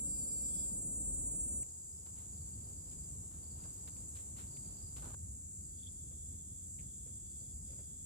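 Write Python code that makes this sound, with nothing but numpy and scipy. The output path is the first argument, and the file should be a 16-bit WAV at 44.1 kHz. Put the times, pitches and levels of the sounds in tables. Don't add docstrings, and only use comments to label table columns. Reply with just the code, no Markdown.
import sys
import numpy as np
from scipy import signal
from scipy.fft import rfft, irfft, next_fast_len
from scipy.io import wavfile
from scipy.ndimage import uniform_filter1d, map_coordinates

SR = 44100
rng = np.random.default_rng(int(sys.argv[2]) if len(sys.argv) > 2 else 0)


def master_out(mix):
    frames = np.transpose(np.atleast_2d(mix))
    ceiling = np.clip(frames, -1, 1)
    pcm = np.round(ceiling * 32767).astype(np.int16)
    wavfile.write(sys.argv[1], SR, pcm)


N = 355005
TIME = np.arange(N) / SR
FENCE_S, CLEARING_S = 1.633, 5.15


def amp(db):
    return 10 ** (np.asarray(db) / 20)


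def unit(x):
    return x / np.sqrt(np.mean(x ** 2) + 1e-20)


def along(points, hz):
    f, v = np.transpose(points)
    return np.interp(np.log(hz + 1), np.log(f + 1), v)


def curves(rows):
    s, *cols = np.transpose(rows)
    return [np.interp(TIME, s, c) for c in cols]


def between(start, end):
    inside = (TIME >= start) & (TIME < end)
    return uniform_filter1d(inside.astype(float), size=176)


def wobble(rate):
    knots = rng.standard_normal(int(N * rate / SR) + 4)
    coarse = TIME[::32]
    return np.interp(TIME, coarse, map_coordinates(knots, [coarse * rate]))


def filtered(x, response):
    m = next_fast_len(N + 8192)
    return irfft(rfft(x, m) * response(np.fft.rfftfreq(m, 1 / SR)), m)[..., :N]


# hz [Hz], likeness [0 to 1]
PORT_LIKENESS = [(60, .99), (150, 0.92), (300, 0.74), (600, 0.035), (2300, 0.23), (6300, 0.046),
                 (7200, 0.67), (8400, 1), (9000, 1), (10000, 0.15), (12000, 1)]


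def spread(pair):
    def mid_and_side(hz):
        turn = np.arccos(np.clip(along(PORT_LIKENESS, hz), -1, 1)) / 2
        return np.array([np.cos(turn), np.sin(turn)])

    mid, side = filtered(pair, mid_and_side)
    return unit(np.array([mid + side, mid - side]))


def rush(shape_db):
    return spread(filtered(rng.standard_normal((2, N)), lambda hz: amp(shape_db(hz))))


def noise(points):
    return rush(lambda hz: along(points, hz))


def rasp(pitch, width_hz):
    band = filtered(rng.standard_normal((2, 2, N)), lambda hz: 1 / (1 + (hz / width_hz) ** 2))
    phase = 2 * np.pi * np.cumsum(pitch * np.ones(N)) / SR
    return spread(band[0] * np.cos(phase) + band[1] * np.sin(phase))


def note(start, length, attack, release):
    rise = (TIME - start) / attack
    fall = (start + length - TIME) / release
    ramp = np.clip(np.minimum(rise, fall), 0, 1)
    return np.sin(np.pi / 2 * ramp) ** 2


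def trees(x, tail_s):
    tail = rng.standard_normal((2, SR // 2)) * np.exp(-TIME[:SR // 2] / tail_s)
    return signal.fftconvolve(np.atleast_2d(x), tail / np.linalg.norm(tail[0]), axes=1)[:, :N]


# hz [Hz], level_db [dB]
CICADA_LINES = [(6170, -32), (6470, -34), (6760, -21), (7050, -7.5), (7350, 0), (7640, -2.5), (7940, -3.8),
                (8520, -3.5), (8820, -8), (9110, -10.5), (9410, -14), (9700, -13), (9990, -19.5),
                (10290, -20), (10580, -27), (11460, -35.5), (13900, -29), (14700, -37)]
# time_s [s], stretch [-1 to 1]
ABDOMEN_STRETCH = [(.55, -1), (.95, 0), (1.4, 1)]
# hz [Hz], change_db [dB]
STRETCH_TILT = [(7050, 2.5), (7350, -2.7), (7640, 0), (8230, 0), (8520, 2.5), (8820, -1), (9110, 3),
                (9410, -1)]
# time_s [s], level_db [dB], scattered_db [dB]
BUZZ_EFFORT = [(0, -39.2, -8), (.25, -38.3, -7), (.8, -40.2, -4), (1.25, -40.1, -5), (1.55, -38.9, -7)]
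CLICK_HZ = 293.9
THROB_HZ, THROB_DEPTH, THROB_SWING_HZ = 22, .12, .25


def near_cicada(apart=0.5):
    flicker_rate, wander_hz = 50, .15
    main_line, purer_db = 25, 5
    smear, smear_swing = .6, .4
    drift_db, drift_rate = 1.2, 4
    stay = TIME < FENCE_S + .01
    pump = np.sin(2 * np.pi * np.cumsum(THROB_HZ + wobble(4.5)) / SR)
    click_rate = CLICK_HZ + THROB_SWING_HZ * pump + wander_hz * wobble(flicker_rate)
    phase = 2 * np.pi * np.cumsum(click_rate)[stay] / SR
    stretch = curves(ABDOMEN_STRETCH)[0][stay]
    level_db, scattered_db = curves(BUZZ_EFFORT)

    def blur(rate):
        return (wobble(rate)[stay] + 1j * wobble(rate)[stay]) / np.sqrt(2)

    song = np.zeros((2, stay.sum()))
    for k in range(21, 51):
        line_db = along(CICADA_LINES, k * CLICK_HZ) + stretch * along(STRETCH_TILT, k * CLICK_HZ)
        gain = amp(line_db + drift_db * wobble(drift_rate)[stay])
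        height = k / main_line
        rate = flicker_rate * height ** np.clip(2 * height - 1, 1, 3)
        leaves = blur(rate) + apart * blur(rate) * np.array([[1], [-1]])
        scattered = height * amp(scattered_db[stay] - purer_db * (k == main_line)) * leaves
        slip = (smear - smear_swing * pump[stay]) * rng.standard_normal() * (k != main_line)
        song += gain * unit(np.real((1 + scattered) * np.exp(1j * (k * phase + slip))))
    buzz = np.pad(unit(song), ((0, 0), (0, N - stay.sum())))
    return buzz * amp(level_db) * (1 + THROB_DEPTH * pump) * between(0, FENCE_S)


# hz [Hz], level_db [dB]
CHORUS_HISS = [(5400, -28), (6000, -24), (6600, -13), (7200, -2), (7600, 0), (8100, -2.5), (9000, -12.5),
               (10000, -18), (11800, -32), (13200, -30), (14000, -26.5), (14500, -31), (14800, -40)]
CHORUS_LEVELS = [-53, -48.6, -49.3]


def chorus(click_hz=300, ripple_db=3, peak_hz=7400, peak_width_hz=1100, shimmer_db=0.5):
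    def hiss_db(hz):
        near_peak = np.exp(-((hz - peak_hz) / peak_width_hz) ** 2)
        ripple = ripple_db * np.cos(2 * np.pi * hz / click_hz) * near_peak
        low_fall_db = 90 * np.clip(1 - hz / 5400, 0, 1)
        return along(CHORUS_HISS, hz) - low_fall_db + ripple

    hiss = rush(hiss_db)
    level = np.array(CHORUS_LEVELS)[np.searchsorted([FENCE_S, CLEARING_S], TIME)]
    return hiss * amp(level + shimmer_db * wobble(7))


# hz [Hz], level_db [dB]
DEEP_RUMBLE = [(22, -42), (32, 11.5), (42, 8.5), (66, 12), (95, -1.5), (160, -46.5)]
# hz [Hz], level_db [dB]
STEADY_ROAR = [(45, -40), (100, -1.5), (170, -2.5), (270, -6.5), (400, -15.5), (560, -16), (800, -27),
               (1100, -30.5), (1800, -47.5), (4000, -48), (6000, -63)]
ROAR_DB, DEEP_DB = -52.5, -53
SWELL_S, SWELL_WIDTH_S, SWELL_DB = 1.3, 0.33, 4


def lowland():
    deep_db = DEEP_DB + SWELL_DB * np.exp(-((TIME - SWELL_S) / SWELL_WIDTH_S) ** 2)
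    rumble = amp(deep_db) * noise(DEEP_RUMBLE)
    roar = amp(ROAR_DB) * noise(STEADY_ROAR)
    return (rumble + roar) * between(0, FENCE_S)


# start_s [s], length_s [s], start_hz [Hz], end_hz [Hz], level_db [dB]
BIRD_CHIRPS = [(0.102, 0.12, 4930, 4720, -64), (0.194, 0.083, 4680, 4540, -65.5),
               (0.262, 0.085, 4770, 4860, -64), (0.333, 0.091, 4590, 4510, -68),
               (0.41, .11, 4900, 4960, -67), (0.534, 0.13, 5040, 4930, -64)]
CALL_S, CALL_LENGTH_S, CALL_ATTACK_S, CALL_RELEASE_S = 0.018, 0.8, 0.078, 0.19
CALL_DB, CALL_HZ = -69.5, 4810


def bird(over_db=-2, under_db=-13.0, wet_db=-7):
    quaver_hz, chatter_per_s, fall_hz = 40, 8, 260
    whistles = np.zeros(N)
    for s, length, start_hz, end_hz, db in BIRD_CHIRPS:
        glide = np.interp(TIME, [s, s + length], [start_hz, end_hz])
        pitch = glide + quaver_hz * wobble(260)
        swell = note(s, length, length / 3, length / 3)
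        whistles += amp(db) * swell * np.sin(2 * np.pi * np.cumsum(pitch) / SR)
    beat = TIME * chatter_per_s % 1
    fall = fall_hz * (.5 - beat)
    over = amp(over_db) * rasp(5440 + fall, width_hz=200)
    under = amp(under_db) * rasp(2430 + fall, width_hz=96)
    hoarse = rasp(CALL_HZ, width_hz=210) + (over + under) * np.sqrt(np.sin(np.pi * beat))
    call = note(CALL_S, CALL_LENGTH_S, CALL_ATTACK_S, CALL_RELEASE_S)
    voices = whistles + hoarse * amp(CALL_DB) * call
    return (voices + amp(wet_db) * trees(voices, tail_s=0.25)) * between(0, FENCE_S)


# start_s [s], length_s [s], level_db [dB]
CRICKET_TRILLS = [(5.69, 1.0, -81.5), (6.783, .78, -80.5), (7.617, .6, -80.5)]
# peak_s [s], level_db [dB], length_s [s]
CRICKET_SWELL_AND_CHIRPS = [(0.57, -72.5, 0.11), (5.801, -71, 0.012), (5.838, -63, 0.012),
                            (5.873, -59.5, 0.015)]
TRILL_HZ, TRILL_EDGE_S = 3446, 0.057


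def low_cricket():
    trill, swell_and_chirps = np.zeros(N), np.zeros(N)
    for s, length, db in CRICKET_TRILLS:
        trill += amp(db) * note(s, length, TRILL_EDGE_S, TRILL_EDGE_S)
    for s, db, length in CRICKET_SWELL_AND_CHIRPS:
        swell_and_chirps += amp(db) * np.exp(-((TIME - s) / length) ** 2)
    return rasp(TRILL_HZ, width_hz=170) * trill + rasp(TRILL_HZ, width_hz=123) * swell_and_chirps


# start_s [s], level_db [dB], centre_hz [Hz], decay_s [s]
SNAP_ROWS = [(1.632, -51, 1770, 0.00089), (2.067, -60, 2400, .003), (3.638, -52, 3000, .002),
             (3.651, -57, 1100, 0.0024), (3.878, -51.5, 3340, 0.0044), (3.967, -54, 4000, 0.0033),
             (4.17, -52, 2300, .003), (4.394, -52, 2300, .003), (4.568, -49.5, 3140, 0.0044),
             (4.969, -48, 4450, .005), (6.795, -59.5, 2500, .005), (7.731, -59, 540, 0.0062),
             (7.79, -56.5, 570, 0.0045)]


def snaps(gain_db=-4.0, width_octaves=0.67):
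    out, t = np.zeros((2, N + SR)), TIME[:SR // 20]
    for s, db, hz, life in SNAP_ROWS:
        edges = np.clip(hz * 2 ** (width_octaves * np.array([-1, 1])), 100, SR / 3)
        shared = rng.standard_normal(len(t))
        own = .5 * rng.standard_normal((2, len(t)))
        burst = (shared + own) * np.exp(-t / life)
        crack = signal.sosfilt(signal.butter(2, edges, "band", fs=SR, output="sos"), burst)
        out[:, round(s * SR):][:, :len(t)] += amp(db + gain_db) * crack / abs(crack).max()
    return out[:, :N]


# hz [Hz], level_db [dB]
FAR_RUMBLE = [(22, -26.5), (40, -7.5), (70, 1.5), (110, -5.5), (170, -11), (280, -19), (400, -27),
              (700, -39), (1500, -46.5), (2900, -50.5), (4500, -46), (6000, -79)]
# peak_s [s], rise_db [dB]
RUMBLE_SURGES = [(3.2, 5), (5.25, 6)]
# hz [Hz], level_db [dB]
GRASS_BREEZE = [(150, -0.5), (400, 4), (600, -1.5), (1000, -5), (1800, -19.5), (4000, -14.5), (8000, -23),
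                (15000, -11.5)]
FAR_FENCE_DB, FAR_CLEARING_DB, BUILD_DB, BUILD_S = -51.5, -53, 7.5, 0.93
SURGE_WIDTH_S, SURGE_HZ = 0.028, 160
BREEZE_DB, FRESHEN_DB_PER_S = -71, 1.33


def open_air(lump_db=1, flutter_db=2):
    age = TIME - FENCE_S
    fence_db = FAR_FENCE_DB - BUILD_DB * np.clip(1 - age / BUILD_S, 0, 1)
    level = np.where(TIME < CLEARING_S, fence_db, FAR_CLEARING_DB)
    far = noise(FAR_RUMBLE) * amp(level + lump_db * wobble(12))
    surges = sum(db * np.exp(-((TIME - s) / SURGE_WIDTH_S) ** 2) for s, db in RUMBLE_SURGES)
    bass = filtered(far, lambda hz: 1 / (1 + (hz / SURGE_HZ) ** 4))
    far = far + (amp(surges) - 1) * bass
    breeze = noise(GRASS_BREEZE) * amp(BREEZE_DB + FRESHEN_DB_PER_S * age + flutter_db * wobble(15))
    return far * between(FENCE_S, np.inf) + breeze * between(FENCE_S, CLEARING_S)


# start_s [s], length_s [s], level_db [dB]
TRILL_PHRASES = [(1.247, 1, -75.5), (2.251, 0.94, -73), (3.342, 0.75, -72.5), (4.419, 0.59, -68),
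                 (5.543, .5, -76), (6.506, 0.81, -83), (7.196, 0.75, -75.5)]
PHRASE_START_HZ, GLIDE_HZ_PER_S, PHRASE_ATTACK_S, PHRASE_RELEASE_S = 4680, 350, 0.11, 0.17
NOTES_PER_S, SLUR_HZ = 23, 280


def far_trills(others_db=-83):
    level, pitch = np.zeros(N), np.full(N, float(PHRASE_START_HZ))
    for s, length, db in TRILL_PHRASES:
        level += amp(db) * note(s, length, PHRASE_ATTACK_S, PHRASE_RELEASE_S)
        pitch = np.where(TIME >= s, PHRASE_START_HZ + GLIDE_HZ_PER_S * (TIME - s), pitch)
    uneven_db, uneven_hz, direct_db, wet_db = 2, 70, -4.5, -3.5
    beat = np.cumsum(NOTES_PER_S + 2 * wobble(10)) / SR % 1
    notes = unit(np.sin(np.pi * beat) ** 2 * amp(uneven_db * wobble(NOTES_PER_S)))
    slurred = pitch + SLUR_HZ * (.5 - beat) + uneven_hz * wobble(NOTES_PER_S)
    song = rasp(slurred, width_hz=180) * notes * level
    echo = amp(wet_db) * trees(song, tail_s=0.11)
    others = amp(others_db) * rasp(4920, width_hz=170)
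    return (amp(direct_db) * song + echo + others) * between(FENCE_S, np.inf)


def scuffs(rows, dull, crisp, dull_db, crisp_db, grain_db, snap, snap_s, right_db):
    push, crackle = np.zeros((2, N))
    for s, push_db, blades_db, length in rows:
        age = np.clip(TIME - s, 0, 1)
        u = age / (length / 4)
        swell = u * np.exp(1 - u) + snap * (age > 0) * np.exp(-age / snap_s)
        push += amp(push_db + dull_db) * swell
        crackle += amp(blades_db + crisp_db) * swell
    grains = unit(amp(grain_db * wobble(450)))
    dull_part = push * noise(dull) * amp([[-right_db], [right_db]])
    return grains * (dull_part + crackle * noise(crisp))


# start_s [s], push_db [dB], blades_db [dB], length_s [s]
GRASS_RUSTLES = [(2.058, -59, -73, 0.049), (2.16, -63, -71, 0.13), (2.913, -74, -71, 0.043),
                 (3.309, -63, -74, 0.11), (3.56, -64.5, -75.5, 0.3), (3.648, -57.5, -85, 0.029),
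                 (3.874, -56, -64, 0.024), (4.15, -64, -65, 0.078), (4.365, -57, -63, 0.11),
                 (4.962, -55, -63.5, 0.072), (5.02, -49.5, -67.5, 0.15), (5.138, -48, -71, 0.061)]
# hz [Hz], level_db [dB per Hz]
BRUSH_DULL = [(200, 11.5), (500, 8.5), (900, 8), (1500, 5), (2100, -17), (4000, -63)]
# hz [Hz], level_db [dB per Hz]
BLADES_CRISP = [(900, -34), (1800, -2.5), (4000, -0.5), (6000, -3.5), (14000, -7)]


def rustles():
    brushes = scuffs(GRASS_RUSTLES, BRUSH_DULL, BLADES_CRISP, dull_db=-8.5, crisp_db=2.0,
                     grain_db=1.5, snap=0.66, snap_s=0.0081, right_db=2.0)
    return brushes * between(0, CLEARING_S)


TICK_AT_S, TICK_DB, TICK_DECAY_S, TICK_HZ = 3.738, -55, 0.0054, 14400


def tick():
    decay = (TIME > TICK_AT_S) * np.exp(-abs(TIME - TICK_AT_S) / TICK_DECAY_S)
    return rasp(TICK_HZ, width_hz=2000) * amp(TICK_DB) * decay


# start_s [s], push_db [dB], blades_db [dB], length_s [s]
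FOOTFALLS = [(6.11, -70.5, -84, 0.042), (6.786, -77, -68.5, 0.045), (7.059, -69.5, -79, 0.055),
             (7.41, -71, -92, .05), (7.68, -68, -78.5, 0.15), (7.788, -64.5, -82, 0.045)]
# hz [Hz], level_db [dB per Hz]
TURF_DULL = [(150, -5), (400, 3), (560, 6), (850, -16), (1500, -14), (3000, -43)]
# hz [Hz], level_db [dB per Hz]
LITTER_CRISP = [(1000, -41), (2000, 0), (2600, 0), (3300, -7), (8000, -21)]


def steps():
    return scuffs(FOOTFALLS, TURF_DULL, LITTER_CRISP, dull_db=0.0, crisp_db=-1.5,
                  grain_db=1.5, snap=0.63, snap_s=0.0069, right_db=1)


def scene():
    wildlife = near_cicada() + chorus() + far_trills() + low_cricket() + bird()
    wildlife = wildlife * amp([[.2], [-.2]])
    return wildlife + lowland() + open_air() + rustles() + snaps() + steps() + tick()


# hz [Hz], left_lead [radians]
PORT_LEAD = [(4500, 0), (6000, -.9), (7000, -1.9), (8200, -3.1), (9100, -3.2), (9700, -3.8), (10200, -4.7),
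             (10800, -6.2), (13000, -6.4), (14000, -8), (14600, -9.4)]
TOP_HZ, LOW_CUT_HZ = 15500, 35


def record(dry):
    def microphone(hz):
        ports = np.exp(.5j * along(PORT_LEAD, hz) * np.array([[1], [-1]]))
        low_cut = hz ** 8 / np.sqrt(hz ** 16 + float(LOW_CUT_HZ) ** 16)
        return ports * low_cut * (hz < TOP_HZ)

    return filtered(dry, microphone)


dry = scene()
out = record(dry)
master_out(out)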